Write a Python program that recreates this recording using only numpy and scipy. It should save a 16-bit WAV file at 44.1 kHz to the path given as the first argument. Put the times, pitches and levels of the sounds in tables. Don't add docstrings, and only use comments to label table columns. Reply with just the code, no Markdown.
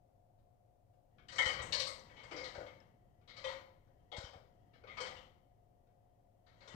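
import sys
import numpy as np
from scipy import signal
from scipy.fft import rfft, irfft
from scipy.io import wavfile

SR = 44100
rng = np.random.default_rng(int(sys.argv[2]) if len(sys.argv) > 2 else 0)


def put_to_file(sound):
    columns = np.atleast_2d(sound).T
    safe = np.clip(columns, -1, 1)
    whole_steps = np.round(safe * 32767)
    wavfile.write(sys.argv[1], SR, whole_steps.astype(np.int16))


N = 297657

# f/Hz, level/dB
HUM_COLOUR = [(12, -47.5), (20, 0), (27, -4), (74, -12), (107, -3), (141, -13), (215, -16.5), (309, -17.5),
              (456, -21), (733, -21), (843, -28.5), (1150, -34.5), (2580, -43), (4380, -45.5),
              (15800, -48.5)]
# f/Hz, level/dB
HUM_LEFT_LEAD = [(60, 1.5), (110, 1.5), (200, 1.0), (380, 2.8), (700, 23), (1290, 4.5), (2380, 2.7),
                 (4400, 1.0), (8120, 0.5), (15000, 0.5)]
# f/Hz, likeness (0 or less = unrelated, 1 = the same)
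HUM_LIKENESS = [(60, 1), (180, 0.5), (550, -1), (1650, 0.5), (4970, -1.05), (15000, 0.64)]
# f/Hz, width/Hz, level/dB
DRONES = [(112, 22, -84.5), (543, 30, -90)]
# f/Hz, t60/s (the time to fade by 60 dB)
ROOM_DECAY = [(60, .4), (500, 0.47), (1000, 0.5), (3000, 0.4), (8000, 0.35), (15000, 0.27)]
# f/Hz, likeness
ROOM_LIKENESS = [(60, 0.56), (250, 0.75), (600, .9), (1500, 0.39), (8000, 0.31)]
# f/Hz, level/dB
OPEN_PATH = [(100, -9.5), (500, -1), (900, 7.5), (1300, 1), (1620, 4), (2100, -2.5), (2600, -5.5),
             (3000, -4.5), (5000, -7.5), (6500, -10.5), (8400, -13.5), (9000, -32), (12000, -40.5),
             (15000, -55.5)]
# f/Hz, loss/dB
SHADOW_LOSS = [(110, -9), (380, 6.5), (700, 9), (1290, 9.5), (2380, 16), (4200, 23), (5000, 33), (9000, 25)]
# f/Hz, level/dB
RUMBLE_COLOUR = [(15, -20.5), (40, -8), (100, -2.5), (200, -11.5), (500, -19.5), (2000, -74)]
# t/s, level/dB, f/Hz
FLOOR_BUMPS = [(1.461, -37, 81), (1.599, -41, 68), (2.579, -44, 84), (4.182, -37.5, 90.5),
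               (4.24, -43.5, 72), (4.357, -49, 99), (5.048, -62, 107), (6.744, -40.5, 152)]
# t/s, rattle level/dB, rumble level/dB
MUZZLE_PUSHES = [(1.099, -94, -71.5), (1.52, -74, -53.5), (1.66, -59, -51), (2.04, -72.5, -61.5),
                 (2.479, -60.5, -59.5), (2.959, -91, -66), (3.29, -91, -69), (3.478, -55, -60),
                 (3.681, -89.5, -66.5), (4.83, -87, -66), (5.03, -56, -56), (5.44, -99, -71),
                 (6.39, -99, -76), (6.75, -58.5, -63.5)]
# f/Hz, level/dB, t60/s
BOWL_MODES = [
    [(294, -1, 0.079), (305.4, 0, 0.058)],
    [(397, -4.5, 0.034), (505.7, -0.5, 0.13), (531, 0, 0.19), (576, -1.5, 0.052)],
    [(990, -5.5, 0.037), (1250, -2, 0.039), (1402, -0.5, 0.015), (1425, -3.5, 0.033)],
    [(1900, -14, 0.12), (2024, -6.5, 0.052), (2020, -3, 0.05), (2194, 0, 0.0575), (2193, -4.5, 0.02),
     (2276, -7.5, 0.017)],
    [(2980, -6.5, 0.02), (3038, 2.5, 0.026), (2926, -1, 0.032), (3126, -3, 0.04)],
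]
FAMILY_LEVELS = [-24.5, -5.5, -5, 2, -6]
# t/s, level/dB
SHOVES = [(1.321, -56.5), (2.3111, -41.5), (2.3625, -53.5), (2.579, -49.5)]
# t/s, level/dB, f/Hz
CHIPS = [(1.995, -57, 5950), (2.803, -64, 5320)]
# t/s, level/dB
SHARDS = [(1.727, -50), (1.795, -46.5), (1.8684, -47.5)]
# t/s, blow on the bowl/dB, hardness/dB, crack level/dB, crack f/Hz, fizz level/dB
PELLET_BREAKS = [(0.3844, -96.5, -10, -90, 3950, -90), (0.9304, -97.5, -15.5, -100, 5220, -87),
                 (1.1827, -63.5, -1, -105, 3660, -105), (1.2835, -49.5, 7, -51.5, 4230, -50.5),
                 (1.321, -51, -1.5, -51, 4060, -44.5), (1.3554, -49.5, 2, -50, 4400, -44),
                 (1.3824, -26, 6.5, -54.5, 3460, -33.5), (1.4194, -42, 5, -42.5, 3860, -39),
                 (1.4556, -29.5, 5, -42.5, 4220, -34), (1.4894, -41, 3, -43, 4470, -43.5),
                 (1.5294, -42.5, 5.5, -47.5, 4450, -49.5), (1.5854, -41.5, 2, -51, 3940, -57),
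                 (1.6184, -58, -6.5, -35, 7900, -37.5), (1.7225, -38, -0.5, -26.5, 4310, -32),
                 (1.7963, -54.5, -7, -31, 4200, -37), (1.867, -49, -4, -42.5, 4530, -40),
                 (2.093, -56.5, 0, -89, 4700, -84), (2.1644, -51, 5, -63, 3940, -100),
                 (2.2334, -54.5, 0.5, -66, 4500, -55.5), (2.3104, -40, -1.5, -55, 4500, -52),
                 (2.3632, -42, -2, -43, 4900, -63), (2.4394, -49.5, 2, -43.5, 4120, -49.5),
                 (2.5474, -57.5, -12.5, -56.5, 4270, -55), (2.6017, -64, -12.5, -74, 3880, -61),
                 (2.6624, -54, 2, -65, 3970, -68), (2.802, -71.5, -2, -80, 5160, -90),
                 (3.2121, -80, -3.5, -101, 3530, -89.5), (3.2757, -58.5, 1, -52, 3970, -88),
                 (3.3648, -49, 3, -49.5, 4300, -56), (3.4401, -38, 0.5, -46.5, 3400, -48.5),
                 (3.4794, -46.5, 5, -49.5, 4100, -66), (3.5194, -54.5, -3.5, -58, 4160, -57),
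                 (3.8724, -86, -5, -95, 4910, -90), (4.116, -48.5, -3, -49, 3360, -63),
                 (4.1649, -47.5, -2.5, -46.5, 3880, -44), (4.2294, -57.5, 18, -51.5, 4920, -72),
                 (4.3304, -63.5, -9, -73, 3440, -65), (4.7338, -61, 0.5, -81, 4100, -89),
                 (4.8364, -60.5, -6.5, -101, 4010, -89), (4.8707, -46.5, 3, -69, 3430, -100),
                 (4.9706, -39.5, 1, -50.5, 4360, -53), (5.003, -39, 5, -45, 4460, -41),
                 (5.0594, -46, 3, -48.5, 3920, -50), (5.162, -63, -2, -57, 3120, -61),
                 (5.8687, -87.5, -6, -84.5, 8350, -83.5), (6.4644, -65, -4, -67.5, 4070, -103.5),
                 (6.6045, -62, -2.5, -60.5, 4000, -72), (6.6755, -55.5, -1.5, -59.5, 3530, -51.5)]

SHADOW_LAG_S = 0.00033
BOWL_SPOTS = 3


def from_db(db):
    return 10 ** (np.asarray(db) / 20)


def rms_one(x):
    return x / np.sqrt(np.mean(x ** 2) + 1e-20)


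def at_hz(points, hz):
    table_hz, values = np.transpose(points)
    return np.interp(np.log(np.maximum(hz, 1)), np.log(table_hz), values)


def passband(x, low_hz, high_hz, order=3):
    return signal.sosfilt(signal.butter(order, [low_hz, high_hz], "band", fs=SR, output="sos"), x)


def highpass(x, hz, order):
    return signal.sosfilt(signal.butter(order, hz, "high", fs=SR, output="sos"), x)


def click_at(start_s, height):
    click = np.zeros(N)
    click[min(round(start_s * SR), N - 1)] = height
    return click


def ring(clicks, hz, t60):
    decay, turn = from_db(-60 / (t60 * SR)), 2 * np.pi * hz / SR
    return signal.lfilter([0, np.sin(turn)], [1, -2 * decay * np.cos(turn), decay ** 2], clicks + 1e-18)


def noise_pair(size, likeness):
    hz = np.arange(size // 2 + 1) * SR / size
    mid, side = rfft(rng.standard_normal((2, size)))
    alike = np.clip(at_hz(likeness, hz), 0, 1)
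    return hz, (np.sqrt(1 + alike) * mid + np.sqrt(1 - alike) * side * [[1], [-1]]) / np.sqrt(2)


def appliances(hum_db=-71, tone_hz=714):
    hz, noise = noise_pair(N, HUM_LIKENESS)
    noise *= from_db(at_hz(HUM_LEFT_LEAD, hz) / 2 * [[1], [-1]])
    noise[1] *= np.exp(-2j * np.pi * hz * SHADOW_LAG_S)
    hum = from_db(hum_db) * rms_one(irfft(noise * from_db(at_hz(HUM_COLOUR, hz)), N))
    for drone_hz, width_hz, level_db in DRONES:
        peak = 1 / (1 + (2 * (hz - drone_hz) / width_hz) ** 2)
        hum += from_db(level_db) * rms_one(irfft(noise * peak, N))
    tone = np.sin(2 * np.pi * tone_hz * np.arange(N) / SR + [[1.2], [0]])
    return hum + from_db([[-71.5], [-96.5]]) * tone


def room(sound):
    size = 2 ** 16
    hz, noise = noise_pair(size, ROOM_LIKENESS)
    noise *= from_db(at_hz(OPEN_PATH, hz) + 6.5)
    noise[1] *= from_db(-at_hz(SHADOW_LOSS, hz))
    t, echo = np.arange(size) / SR, 0
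    for centre_hz in 50 * 2 ** np.arange(0, 8.4, 1 / 3):
        octaves_away = np.abs(np.log2(np.maximum(hz, 1) / centre_hz))
        band = irfft(noise * np.clip(1 - 3 * octaves_away, 0, 1), size)
        t60 = at_hz(ROOM_DECAY, centre_hz)
        near, far = from_db(-60 * t / t60), from_db(-26.5 - 25 * t / t60)
        echo += band * (near + far) / np.sqrt(t60 * SR / 14)
    early_boost = 1 + .8 * np.exp(-t / .012)
    fade_in = np.sin(np.minimum(t / .001, 1) * np.pi / 2) ** 2
    out = signal.fftconvolve(sound[None], echo * early_boost * fade_in, axes=1)[:, :N]
    out[1] = np.interp(np.arange(N) - SHADOW_LAG_S * SR, np.arange(N), out[1])
    return out


def floor_bumps(rumble_db):
    booms = np.zeros(N)
    for start_s, level_db, boom_hz in FLOOR_BUMPS:
        click = click_at(start_s, -from_db(level_db + 1.5))
        booms += ring(click, boom_hz, 3.3 / boom_hz)
        booms += from_db(-9.5) * ring(click, 1.5 * boom_hz, 1.8 / boom_hz)
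    hz, noise = noise_pair(N, ROOM_LIKENESS)
    rumble = rms_one(irfft(noise * from_db(at_hz(RUMBLE_COLOUR, hz)), N))
    floor = passband(booms, 35, 500, order=2) + from_db(rumble_db - 4.5) * rumble
    return floor * from_db([[1.5], [-1.5]])


def muzzle_thuds():
    clicks = sum(click_at(start_s, from_db(level_db)) for start_s, level_db in SHOVES)
    steel = sum(from_db(db) * ring(clicks, hz, t60) for hz, db, t60 in BOWL_MODES[0])
    return passband(steel, 360, 4000)


def pellet_rattle(level_db, ticks_per_s=1300):
    hits = rng.random(N) < ticks_per_s / SR
    ticks = hits * from_db(1.4 * np.minimum(rng.exponential(1, N), 5)) * rng.choice([-1, 1], N)
    steel = sum(from_db(db) * ring(ticks, hz, 0.23 * t60) for hz, db, t60 in sum(BOWL_MODES[2:], []))
    pellets = passband(ticks, 1300, 7100)
    return from_db(level_db - 2.5) * (rms_one(pellets) + from_db(3) * rms_one(steel))


def chip_ticks():
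    ticks = sum(ring(click_at(start_s, 2 * from_db(db)), hz, t60=.03) for start_s, db, hz in CHIPS)
    return ticks * from_db([[0], [-25]])


def crumble(noise, fade_s):
    t = np.arange(noise.shape[1]) / SR
    spray = noise[0] * noise[1] ** 2 * np.exp(-t / np.clip(fade_s, .002, .06))
    spray[0] = 20
    return spray / np.sqrt(np.sum(spray ** 2))


def splinters(size=4096):
    sprays = np.zeros(N)
    for start_s, level_db in SHARDS:
        start = round(start_s * SR)
        spray = crumble(rng.standard_normal((2, size)), fade_s=.02)
        sprays[start:start + size] += from_db(level_db + 50) * spray
    return highpass(sprays, 9000, order=6)


def bites(breaks, size=8192):
    modes = sum(BOWL_MODES, [])
    mode_db = np.array(modes)[:, 1]
    family_of_mode = np.repeat(np.arange(len(BOWL_MODES)), [len(family) for family in BOWL_MODES])
    polarity = (-1) ** np.arange(len(modes))
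    tilt = np.array([-2, -2, -1, 0, 1])
    free_blows, damped_blows = np.zeros((2, len(modes), N + size))
    knocks, cracks, fizz = np.zeros((3, N + size))
    for start_s, blow_db, hardness_db, crack_db, crack_hz, fizz_db in breaks:
        start = round(start_s * SR)
        span = slice(start, start + size)
        noise = rng.standard_normal((3, size))
        spray = crumble(noise, fade_s=.019 * from_db(.3 * (crack_db - fizz_db)))
        family_db = blow_db + np.array(FAMILY_LEVELS) + hardness_db * tilt
        strength_db = family_db[family_of_mode] + mode_db + 2.93 * noise[2, :len(modes)]
        blow = np.outer(polarity * from_db(strength_db + 2.5), spray)
        freedom = np.clip((max(family_db) + 43.5) / 14, 0, 1)
        free_blows[:, span] += freedom * blow
        damped_blows[:, span] += 1.6 * (1 - freedom) * blow
        knocks[span] += from_db(0.74 * max(family_db[2:]) + 12.5) * spray
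        cracks[span] += from_db(crack_db + 20) * ring(spray, crack_hz, 14 / crack_hz)
        fizz[span] += from_db(fizz_db + 30) * spray
    steel = sum(ring(free, hz, t60) + ring(damped, hz, .3 * t60)
                for free, damped, (hz, _, t60) in zip(free_blows, damped_blows, modes))
    bowl = passband(steel, 240, 3200) + passband(knocks, 733, 4200)
    crunch = passband(cracks, 1800, 9500) + passband(fizz, 5200, 11000)
    return (bowl + crunch)[:N]


def scene():
    t = np.arange(N) / SR
    push_s, *levels = np.transpose(MUZZLE_PUSHES)
    rattle_db, rumble_db = [np.interp(t, push_s, level_db, left=-120) for level_db in levels]
    eating = sum(room(bites(PELLET_BREAKS[spot::BOWL_SPOTS])) for spot in range(BOWL_SPOTS))
    eating += room(pellet_rattle(rattle_db) + splinters() + muzzle_thuds())
    return eating + chip_ticks() + floor_bumps(rumble_db) + appliances()


def record(dry, smoothing_s=0.05155, cutoff_hz=15907.5):
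    memory = np.exp(-1 / (smoothing_s * SR))
    loudness = np.sqrt(signal.lfilter([1 - memory], [1, -memory], dry[0] ** 2) + 1e-20)
    white = rng.standard_normal((2, N))
    hiss = highpass(white, 12000, order=3) + from_db(-20) * white
    with_hiss = dry + from_db(-49.5) * loudness ** 0.65 * hiss
    return signal.sosfilt(signal.cheby2(14, 40, cutoff_hz, fs=SR, output="sos"), with_hiss)


dry = scene()
out = record(dry)
put_to_file(out)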